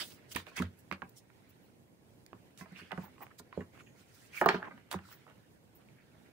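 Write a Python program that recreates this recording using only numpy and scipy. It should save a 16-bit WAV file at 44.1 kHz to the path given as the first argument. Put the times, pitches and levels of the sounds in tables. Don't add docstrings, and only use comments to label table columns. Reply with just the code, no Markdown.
import sys
import numpy as np
from scipy import signal
from scipy.fft import rfft, irfft, next_fast_len
from scipy.io import wavfile
from scipy.ndimage import uniform_filter1d, map_coordinates

SR = 44100
rng = np.random.default_rng(int(sys.argv[2]) if len(sys.argv) > 2 else 0)


def output_pcm(signal):
    pcm = np.clip(np.atleast_2d(signal).T, -1, 1) * 32767
    wavfile.write(sys.argv[1], SR, np.round(pcm).astype(np.int16))


def undo_db(level):
    steps = np.asarray(level, float) / 20
    return 10 ** steps


N = 278712

# start in seconds, peak in dB, centre in Hz, t60 in seconds.
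CHARM_TICKS = [(.106, -49, 3100, 0.033), (.35, -37, 3020, 0.031), (.3615, -28.5, 1990, 0.017),
               (.621, -36, 847, 0.046), (2.263, -71, 1060, .034), (2.5755, -49, 4480, 0.026),
               (2.722, -57, 1130, 0.053), (3.396, -46.5, 1078, 0.056), (4.9135, -30.5, 6380, 0.07),
               (4.927, -30.5, 1470, 0.014), (5.299, -57, 1386, 0.14)]
NAIL_TAPS = [(.467, -49.5, 694, 0.099), (.4675, -40.5, 2380, 0.014), (.515, -51.5, 890, 0.075),
             (.9135, -45, 1790, 0.012), (.925, -31.5, 1280, 0.015), (1.3, -53, 1760, 0.023),
             (2.9185, -32.5, 1702, 0.041), (2.978, -40, 922, 0.074), (3.266, -49.5, 970, 0.013),
             (3.608, -45, 1368, 0.11), (4.4123, -21.5, 763, 0.059), (4.4125, -20.5, 1373, 0.022),
             (4.4885, -20, 4044, 0.022), (4.493, -26, 780, 0.023), (4.9135, -30, 1320, 0.032),
             (4.989, -42.5, 1424, 0.023), (5.268, -54, 731, 0.089), (5.81, -65, 1400, 0.094),
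             (6.147, -62, 812, 0.059)]
EDGE_KNOCKS = [(.569, -38, 1790, 0.016), (1.0195, -42, 1930, 0.011), (1.021, -44.5, 810, 0.018),
               (1.026, -38, 1018, 0.015), (2.331, -38.5, 1160, 0.0075), (2.609, -44, 1442, 0.13),
               (2.657, -49.5, 1316, 0.072), (2.908, -39, 1403, 0.11), (2.927, -38, 720, 0.014),
               (3.527, -42.5, 1302, 0.042), (3.576, -48, 506, 0.017), (4.416, -24, 583, 0.051),
               (4.4598, -13.5, 968, 0.043), (4.467, -25, 910, 0.033), (4.487, -25.5, 1500, 0.02),
               (4.489, -14, 1677, 0.018), (4.503, -25, 958, 0.038), (4.627, -35.5, 1208, 0.036),
               (4.941, -36, 1060, 0.027)]

# start in seconds, peak in dB, centre in Hz,
# contact time in seconds.
CREAKS = [(0, -30, 3820, 0.033), (.356, -31, 740, 0.016), (.572, -30.5, 2370, 0.028),
          (2.75, -46, 2200, 0.12), (3.05, -53, 1510, 0.02), (3.06, -52.5, 840, 0.041),
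          (3.205, -43, 950, 0.051), (3.21, -51, 2060, 0.027), (3.305, -53, 1530, 0.01),
          (3.79, -47, 2090, 0.025), (3.862, -54, 1950, 0.033), (4.54, -25, 1110, 0.02),
          (5.11, -48, 1480, 0.053)]
SHUFFLES = [(.001, -49.5, 574, 0.033), (.598, -33.5, 872, 0.0075), (3.155, -50.5, 1320, 0.066),
            (3.74, -50, 1445, 0.066), (4.432, -32.5, 1590, 0.03), (4.505, -35, 1370, 0.018),
            (4.57, -39.5, 685, 0.11), (4.635, -41.5, 1370, 0.054), (4.668, -46.5, 1210, 0.028),
            (4.705, -42, 1120, 0.031), (4.775, -47, 1535, 0.049), (4.87, -49, 1520, 0.074),
            (5.275, -52, 1400, 0.055)]
SQUEAKS = [
    (4.33, -54.5, 1480, 0.054),
    (4.345, -44.5, 2430, .025),
    (4.365, -39.5, 2294, 0.019),
]

# start in seconds, peak in dB, start pitch in Hz, t60 in seconds.
SNAPS = [(.3495, -35, 5100, 0.0068), (0.3612, -28.5, 11000, 0.0046), (0.3613, -31, 2500, 0.0092),
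         (0.365, -30, 1950, 0.014), (0.467, -54, 3640, 0.0027), (0.5685, -34, 6450, 0.0046),
         (0.59, -39, 7100, 0.0045), (0.6221, -28, 1540, 0.0092), (0.6222, -37, 4450, 0.0036),
         (.7775, -57, 12100, .003), (.7895, -48, 12600, 0.0036), (.7952, -51, 11900, .003),
         (.7992, -61, 12500, 0.0033), (.8052, -53, 11900, 0.0033), (0.9136, -23.5, 1270, 0.0068),
         (0.9141, -27, 2300, 0.0087), (0.9251, -29.5, 1470, 0.0064), (0.9194, -37, 330, 0.027),
         (.925, -27, 2360, 0.0041), (1.0201, -27.5, 1780, 0.005), (1.0262, -38, 1110, 0.013),
         (2.6102, -44, 1830, 0.017), (2.918, -28.5, 3220, 0.0021), (2.9187, -38, 1780, 0.012),
         (2.921, -36, 600, 0.01), (2.928, -37, 1620, .009), (2.9813, -39, 473, 0.0095),
         (2.977, -29.5, 1530, 0.0046), (3.2673, -46.5, 2470, 0.006), (3.527, -43, 2550, 0.0056),
         (3.527, -39, 1580, 0.0082), (3.576, -23.5, 477, 0.016), (3.6075, -42.5, 1890, 0.017),
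         (4.4134, -19, 1880, 0.01), (4.415, -24.5, 471, 0.036), (4.4602, -13, 1200, 0.01),
              (4.4602, -28, 4760, 0.003), (4.4861, -20.5, 1150, 0.007), (4.489, -19.5, 3420, 0.0045),
              (4.4884, -12, 2000, .007), (4.4909, -25, 4900, 0.0096), (4.4949, -21, 1000, 0.011),
              (4.4972, -18, 1500, 0.007), (4.503, -17.5, 1697, 0.0067), (4.545, -26.5, 1850, 0.011),
              (4.628, -26.5, 1700, 0.0084), (4.914, -31.5, 3350, .005), (4.927, -37, 3800, 0.008),
              (4.937, -36, 2060, .008), (4.9426, -21.5, 1200, 0.0051), (4.945, -31.5, 420, 0.021),
              (4.958, -52, 1900, 0.0068), (4.988, -46, 2800, .006), (5.088, -50, 1180, 0.014),
              (5.267, -43, 1295, 0.0069), (5.299, -53, 3000, 0.0045), (5.887, -55, 2510, .01),
         (.3665, -48, 8000, .004), (0.367, -29.5, 1110, .012), (0.3708, -29, 3220, 0.004),
            (0.383, -47, 3020, .006), (.401, -49, 1200, 0.0087), (0.626, -34, 3760, 0.0032),
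            (.6295, -46, 1200, 0.0097), (0.915, -34, 4460, 0.0021), (0.925, -39.5, 4800, 0.0032),
            (.9455, -52, 1490, 0.0087), (1.0214, -48, 3970, 0.0038), (2.9237, -42, 1810, .008),
            (2.9295, -37, 990, 0.0088), (3.215, -52, 1800, .006), (3.235, -57, 2600, .006),
            (4.4161, -21, 1710, 0.011), (4.418, -18.5, 911, 0.0086), (4.421, -21, 803, 0.016),
            (4.4245, -23.5, 900, 0.018), (4.4415, -27.5, 1793, 0.012), (4.448, -34, 2493, 0.0045),
            (4.4852, -36.5, 7000, 0.0048), (4.496, -28.5, 3800, 0.0041), (4.502, -29.5, 3196, 0.0058),
            (4.511, -42.5, 4500, 0.0047), (4.514, -39.5, 3490, .005), (4.522, -50, 4200, 0.0039),
            (4.546, -39, 5000, .004), (4.551, -20, 1500, 0.004), (4.556, -52, 4000, 0.0047),
            (4.567, -39, 3300, .005), (4.72, -49, 1400, .01), (4.9485, -38, 810, 0.021)]

# start in seconds, peak in dB, hardness in dB per octave,
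# deepest mode in dB, landing time in seconds.
LANDINGS = [(0.356, -32.5, 1, -11, 0.018), (.601, -17.5, -1, -21.5, 0.0037),
            (.613, -53.5, 26.5, -15, 0.0032), (.635, -31.5, -11, -7.5, 0.0028),
            (.916, -32.5, 0.5, -16.5, 0.0043), (1.029, -45, 8.5, -15, 0.0012),
            (2.332, -46.5, 12.5, -11.5, 0.0089), (2.61, -32.5, 1, -19.5, 0.0084),
            (2.719, -37, -5, -29, 0.004), (2.819, -42, 5.5, -14.5, 0.003), (2.93, -34.5, 1, -29, 0.0041),
            (2.9802, -27, -2.5, -22, 0.0028), (3.402, -47.5, 8, -15, 0.0015),
            (3.579, -27.5, 4, -15.5, 0.0023), (3.61, -37, 9, -37, 0.0012), (4.413, -30, 23.5, -25.5, 0.012),
            (4.462, -28.5, 15.5, -36, 0.0017), (4.49, -33.5, 22, -28.5, 0.0033),
            (4.542, -24, 14, -25, 0.0089), (4.952, -21.5, -36, -20, 0.0046)]
# frequency in Hz, level in dB, free t60 in seconds.
TABLE_MODES = [(187.4, 2.5, 0.13), (241.8, -2, 0.12), (350, -2, 0.064), (403.6, -10, 0.11),
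               (563, -30, 0.076)]

# peak in seconds, fall in seconds, level in dB,
# smoothness in dB of hiss over the leather grain.
BRUSHES = [(0, 0.042, -42, 3), (.363, 0.047, -47, -3), (.568, 0.021, -43.5, 5), (.591, 0.023, -49.5, 9),
           (.928, 0.023, -48, -34), (1.64, 0.11, -72, -19), (2.264, 0.0017, -49.5, 8),
           (2.592, 0.038, -54, 4), (4.463, 0.0084, -37, -29.5), (4.508, 0.068, -43.5, -36),
           (4.65, 0.013, -59, -25), (4.923, 0.032, -46, -3)]
SLIDES = [(.06, 0.082, -52, 27), (.322, 0.011, -43.5, 9), (.31, 0.021, -55, 15), (.484, 0.022, -54.5, -6.5),
          (.795, 0.022, -67, 26), (1.094, 0.004, -61.5, 35), (1.178, 0.02, -53, 23), (1.5, .016, -69, 19),
          (2.79, 0.027, -54, -7), (3.227, 0.041, -65, 13), (3.393, 0.01, -46.5, 17),
          (3.56, 0.044, -62, -30), (3.76, 0.036, -66, -6), (3.804, 0.016, -62.5, -4),
          (3.998, 0.041, -64, 0.5), (4.15, 0.012, -62, 10), (4.379, 0.051, -49.5, -0.5),
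          (5.76, 0.0082, -71.5, 8.5)]
PULLS = [
    (3.04, 0.022, -62, -3),
    (4.25, 0.042, -62, 5),
    (4.798, 0.016, -71, -21),
    (5.13, 0.021, -60, 1.5),
]
# peak in seconds, fall in seconds, level in dB.
CORD = [(.06, 0.08, -56), (.323, .013, -49), (.363, 0.028, -51), (.795, 0.015, -67), (1.095, .0032, -54),
        (1.5, 0.017, -63), (1.64, .022, -73), (2.795, 0.027, -74), (3.045, .03, -57.5),
        (3.226, .015, -50.5), (4.15, .021, -66.5), (4.379, .047, -52), (4.461, 0.0019, -28),
        (4.515, .045, -61), (5.12, 0.046, -56), (5.76, 0.017, -58.5)]
# time in seconds, rustle in dB.
SLEEVES = [(0, -64), (.37, -68), (.49, -68), (0.627, -48), (.7, -72), (1.2, -75.5), (1.51, -70.5),
           (1.72, -79.5), (2.6, -72.5), (2.8, -58.5), (2.95, -67.5), (3.66, -76), (4.37, -67), (4.54, -65),
           (4.91, -72.5), (5.12, -65.5), (5.599, -76), (6.099, -71)]
# frequency in Hz, density in dB per Hz.
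LEATHER = [(290, -75), (500, -24), (1170, -17), (1370, -11), (1880, -10.5), (2290, -11), (4450, -20),
           (7000, -32.5), (9100, -35.5), (15400, -120)]
HISS = [(1760, -52.5), (3000, -13), (3520, -10.5), (4810, -4), (7910, -5.5), (9000, -6), (13000, -9.5)]
AIR = [(7350, -46), (12500, -10), (13600, -9), (14800, -10), (15800, 0), (16200, -30)]
# frequency in Hz, left-right likeness from -1 to 1.
SCUFF_ALIKE = [(500, 0.17), (2000, 0.063), (8000, 0.063), (14000, 0.28)]

# peak in seconds, fall in seconds, level in dB,
# frequency in Hz, width in Hz.
WHINES = [(0, 0.042, -43, 3570, 885), (0, 0.023, -40.5, 4600, 1090), (0, 0.031, -50.5, 1450, 500),
          (.115, .014, -59.5, 3320, 2000), (.1, 0.27, -63.5, 307, 394), (.322, 0.0094, -52, 2980, 900),
          (0.382, 0.033, -52, 3530, 1200), (0.573, 0.012, -42, 2030, 500), (0.59, 0.0049, -37, 2280, 500),
          (.945, 0.017, -58, 2400, 500), (1.045, 0.013, -63, 2370, 500), (1.46, 0.039, -73, 2090, 500),
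          (2.78, 0.052, -59, 2060, 600), (3.043, 0.0093, -52.5, 913, 220), (3.055, .015, -59, 1280, 1490),
          (3.592, 0.021, -52, 560, 493), (3.0, 0.032, -61, 950, 500), (3.227, 0.018, -52.5, 920, 249),
          (3.23, 0.011, -54, 1860, 895), (3.315, 0.0074, -55, 1510, 600), (3.6, 0.035, -72.5, 7000, 700),
          (3.62, 0.016, -57, 1460, 880), (3.745, 0.016, -64.5, 2200, 400), (3.755, 0.013, -62, 1370, 300),
          (3.8, 0.015, -60, 2410, 400), (3.806, .012, -57.5, 1330, 300), (3.86, 0.1, -73.5, 6770, 800),
          (4.342, 0.011, -49.5, 2320, 400), (4.37, 0.021, -54, 1450, 346), (4.383, 0.017, -41.5, 2270, 300),
          (4.645, 0.042, -50, 1570, 492), (4.678, 0.0087, -46.5, 850, 300), (4.66, 0.046, -54, 325, 256),
          (4.74, 0.046, -60, 214, 121), (4.935, 0.0088, -48.5, 430, 300), (4.97, 0.018, -60, 1390, 400),
          (5.06, 0.034, -65, 1400, 300), (5.13, 0.016, -61, 1475, 499), (5.819, 0.014, -69.5, 2630, 1490),
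          (5.815, 0.019, -69, 1340, 400), (6.0, 0.038, -68.5, 1890, 900), (6.15, 0.0071, -66, 1504, 696),
          (6.27, 0.024, -68, 1940, 920)]

# time in seconds, left over right in dB.
HANDS = [
    (0, -9),
    (2.5, -13.5),
    (3.8, -7),
    (4.4, -4),
    (4.999, -5.5),
    (5.4, -8.5),
]
# frequency in Hz, t60 in seconds.
ROOM = [(150, 0.28), (1000, 0.16), (4000, 0.17), (12000, 0.053)]
# frequency in Hz, density in dB per Hz.
HUSH = [(24, -59), (40, -19), (70, -9), (118, -1), (181, -5), (244, -5), (469, -11), (603, -14.5),
        (948, -18.5), (1020, -19.5), (1380, -30.5), (10800, -33.5), (16200, -34)]
# frequency in Hz, left-right likeness from -1 to 1.
HUSH_ALIKE = [(60, 0.42), (130, 0.76), (290, 0.41), (640, 0.44), (1410, -0.76), (3100, -0.96),
              (6820, -0.015), (15000, -0.1)]

# frequency in Hz, gain
# in dB.
HANDLING_TONE = [(20, -32), (45, -7), (80, 3.5), (11000, -3.5), (12600, -10), (13800, -2)]
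# frequency in Hz, gain in dB.
TOP = [(12300, 0), (12750, -10), (13200, 0), (15700, 0), (15950, -50)]
# frequency in Hz, gain in dB.
NARROWING = [(13900, 0), (15100, -26)]


def unit(x):
    return x / np.sqrt(np.mean(x ** 2) + 1e-20)


def along(points, hz):
    f, v = np.transpose(points)
    return np.interp(np.log(hz + 1), np.log(f + 1), v)


def wobble(rate):
    knots = rng.standard_normal(int(N * rate / SR) + 4)
    return map_coordinates(knots, [np.arange(N) * rate / SR])


def filtered(x, response):
    m = next_fast_len(N + SR // 2)
    return irfft(rfft(x, m) * response(np.fft.rfftfreq(m, 1 / SR)), m)[..., :N]


def add(out, s, sound):
    start = round(s * SR)
    out[start:start + len(sound)] += sound


def cover(t, centre_hz, t60, octaves):
    spread = np.linspace(-1, 1, num=12)[:, None]
    scatter = rng.standard_normal((2, 12, 1))
    hz = centre_hz * 2 ** (octaves * (spread + 0.054 * scatter[0]))
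    sign = (-1) ** np.arange(12)[:, None]
    size = sign * undo_db(-9 * spread ** 2 + 3.5 * scatter[1])
    decay = undo_db(-60 * t / (t60 * (1000 / hz) ** 0.5))
    return np.sum(size * decay * np.sin(2 * np.pi * hz * t), axis=0)


def blows():
    out, t = np.zeros(N + SR), np.arange(SR // 10) / SR
    # its blows, crack in dB re peak, contact time in seconds
    strikers = [(CHARM_TICKS, -4, 0.0001), (NAIL_TAPS, -18, 0.00078), (EDGE_KNOCKS, -45, 0.00011)]
    for events, crack_db, contact in strikers:
        for s, db, centre_hz, t60 in events:
            ring = cover(t, centre_hz, t60, octaves=1.077) * (1 - np.exp(-t / contact))
            crack = np.diff(rng.standard_normal(len(t) + 2))
            crack = crack[:-1] + 0.92 * crack[1:]
            crack = crack * undo_db(-60 * t / 0.014)
            add(out, s, undo_db(db) * (ring / abs(ring).max() + undo_db(crack_db - 2.5) * crack))
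    return out[:N]


def rattles():
    out, t = np.zeros(N + SR), np.arange(SR // 6) / SR
    # t60 in seconds, spread in octaves
    contacts = [(CREAKS, 0.011, 0.48), (SHUFFLES, 0.018, 1.066), (SQUEAKS, 0.044, 0.27)]
    for touches, t60, octaves in contacts:
        for s, db, centre_hz, contact in touches:
            stroke = np.sin(np.pi * np.sqrt(np.clip(t / contact, 0, 1)))
            unevenness = undo_db(15.0 * rng.standard_normal(len(t)))
            slips = stroke * rng.standard_normal(len(t)) * unevenness
            ring = signal.fftconvolve(cover(t, centre_hz, t60, octaves), slips)[:len(t)]
            add(out, s, undo_db(db) * ring / abs(ring).max())
    return out[:N]


def snaps():
    out, t = np.zeros(N + SR), np.arange(SR // 20) / SR
    sag_octaves = 0.85
    for s, db, start_hz, t60 in SNAPS:
        hz = start_hz * 2 ** (-sag_octaves * t / t60)
        cycles = np.sin(2 * np.pi * np.cumsum(hz) / SR)
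        onset = 1 - np.exp(-t * start_hz / 0.43)
        add(out, s, undo_db(db + 4.0 - 60 * t / t60) * cycles * onset)
    return filtered(out[:N], lambda hz: (1j * hz / (1j * hz + 120)) ** 2)


def thuds():
    out, t = np.zeros(N + SR), np.arange(SR // 3) / SR
    damping = 0.77
    for s, db, hard_db, deep_db, landing in LANDINGS:
        spot = rng.standard_normal((len(TABLE_MODES), 2)) * [1.5, 0.015]
        ring = undo_db(deep_db + 5.0 - 60 * t / 0.22) * np.sin(2 * np.pi * 91 * t)
        for (hz, level, t60), (shift_db, detune) in zip(TABLE_MODES, spot):
            mode_db = level + hard_db * np.log2(hz / 180) + shift_db
            decay = undo_db(mode_db - 60 * t / (t60 * damping))
            ring = ring + decay * np.sin(2 * np.pi * hz * (1 + detune) * t)
        add(out, s, undo_db(db - 7.5) * ring * (1 - np.exp(-t / landing)))
    return out[:N]


def swell(peak, rise, fall):
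    u = np.arange(N) / SR - peak
    return np.exp(-2 * np.clip(u / np.where(u < 0, rise, fall), -5, 5) ** 2)


def rush(spectrum, alike, grit_db, patchy_db):
    slips = rng.standard_normal((2, N)) * undo_db(grit_db * wobble(900))
    z = signal.stft(slips, nperseg=512)[2]
    field = rng.standard_normal(z.shape[1:])
    for axis in (0, 1):
        field = uniform_filter1d(field, size=5, axis=axis)
    pair = signal.istft(z * undo_db(patchy_db * unit(field)), nperseg=512)[1][:, :N]

    def mid_side(hz):
        turn = np.arccos(np.clip(along(alike, hz), -1, 1)) / 2
        return undo_db(along(spectrum, hz)) * [np.cos(turn), np.sin(turn)]

    mid, side = filtered(pair, mid_side)
    return unit(np.array([mid + side, mid - side]))


def scuffs():
    rustle = undo_db(2 * np.interp(np.arange(N) / SR, *np.transpose(SLEEVES)))
    power = np.array([rustle, undo_db(2 * -13.5) * rustle, 0 * rustle])
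    sheen_db = -25.5
    for strokes, rise in [(BRUSHES, 0.34), (SLIDES, 0.81), (PULLS, 4.1)]:
        for peak, fall, db, smooth_db in strokes:
            leather_db = db - max(smooth_db, 0)
            hiss_db = db + min(smooth_db, 0)
            levels = np.array([[leather_db], [hiss_db], [hiss_db + sheen_db]])
            power += undo_db(2 * levels) * swell(peak, rise * fall, fall)
    for peak, fall, db in CORD:
        power[2] += undo_db(2 * db) * swell(peak, 0.53 * fall, fall)
    grain = np.array([rush(LEATHER, SCUFF_ALIKE, grit_db=0.0, patchy_db=3.0),
                      rush(HISS, SCUFF_ALIKE, grit_db=1.5, patchy_db=2.8),
                      rush(AIR, SCUFF_ALIKE, grit_db=2.5, patchy_db=-3.5)])
    return np.sum(np.sqrt(power)[:, None] * grain, axis=0) * undo_db([[-2.2], [2.2]])


def whines():
    shared, own = rng.standard_normal(N), rng.standard_normal((2, N))
    alike = 0.36
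    slips = np.sqrt(alike) * shared + np.sqrt(1 - alike) * own
    slips = slips * undo_db(2.27 * wobble(400))
    out = np.zeros((2, N))
    for peak, fall, db, hz, width_hz in WHINES:
        edges = [hz - width_hz / 2, hz + width_hz / 2]
        band = signal.butter(2, edges, "bandpass", fs=SR, output="sos")
        span = slice(max(round((peak - 0.3) * SR), 0), round((peak + 0.3) * SR))
        stroke = np.sqrt(swell(peak, fall, fall)[span])
        out[:, span] += undo_db(db) * stroke * unit(signal.sosfilt(band, slips[:, span]))
    return out * undo_db([[-1.8], [1.8]])


def at_capsules(hits):
    side_db = np.interp(np.arange(N) / SR, *np.transpose(HANDS)) * [[0.5], [-0.5]]

    def lag(hz):
        return np.exp(np.pi * np.minimum(hz, 2300) * 1.1e-4 * [[-1j], [1j]])

    def bounce(hz):
        return 1 + undo_db(-14.5) * np.exp(-2j * np.pi * hz * [[0.0006], [0.00035]])

    return filtered(filtered(hits * undo_db(side_db), lag), bounce) * undo_db(-0.07)


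def room(x):
    out, hop = np.zeros((2, N + SR)), SR // 3
    for start in range(0, N, hop):
        hz, t, z = signal.stft(rng.standard_normal((2, SR // 3)), SR, nperseg=128)
        z[1] = np.where(hz[:, None] < 600, z[0], z[1])
        decay = undo_db(-60 * t / along(ROOM, hz)[:, None])
        tail = signal.istft(z * decay, SR, nperseg=128)[1]
        tail = tail / np.linalg.norm(tail[0])
        wet = signal.fftconvolve(x[None, start:start + hop], tail, axes=1)
        out[:, start + 90:start + 90 + wet.shape[1]] += wet
    return out[:, :N]


def room_tone():
    level = undo_db(-62.5 + 1.1 * wobble(17.0))
    return level * rush(HUSH, HUSH_ALIKE, grit_db=-1.0, patchy_db=-1.0) * undo_db([[-1.2], [1.2]])


def scene():
    rings, clicks = blows() + rattles(), snaps()
    low, rub = thuds(), scuffs()
    near = at_capsules(rings + clicks)
    low_pair = filtered(low * undo_db([[-1.6], [1.6]]), lambda hz: np.exp(hz * 0.00066 * [[-1j], [1j]]))
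    sent = undo_db(-7.0) * rings + undo_db(-11.0) * clicks + undo_db(-13.5) * low + undo_db(-14.0) * rub.mean(axis=0)
    handling = near + low_pair + rub + room(sent) + whines()
    return filtered(handling, lambda hz: undo_db(along(HANDLING_TONE, hz))) + room_tone()


def top_cut(x):
    return signal.sosfilt(signal.butter(12, 16690, fs=SR, output="sos"), x)


def record(dry):
    pair = np.array([dry[0] + dry[1], dry[0] - dry[1]]) / 2
    mid, side = filtered(pair, lambda hz: undo_db(along(TOP, hz) + [0 * hz, along(NARROWING, hz)]))
    return top_cut(np.array([mid + side, mid - side]))


dry = scene()
out = record(dry)
output_pcm(out)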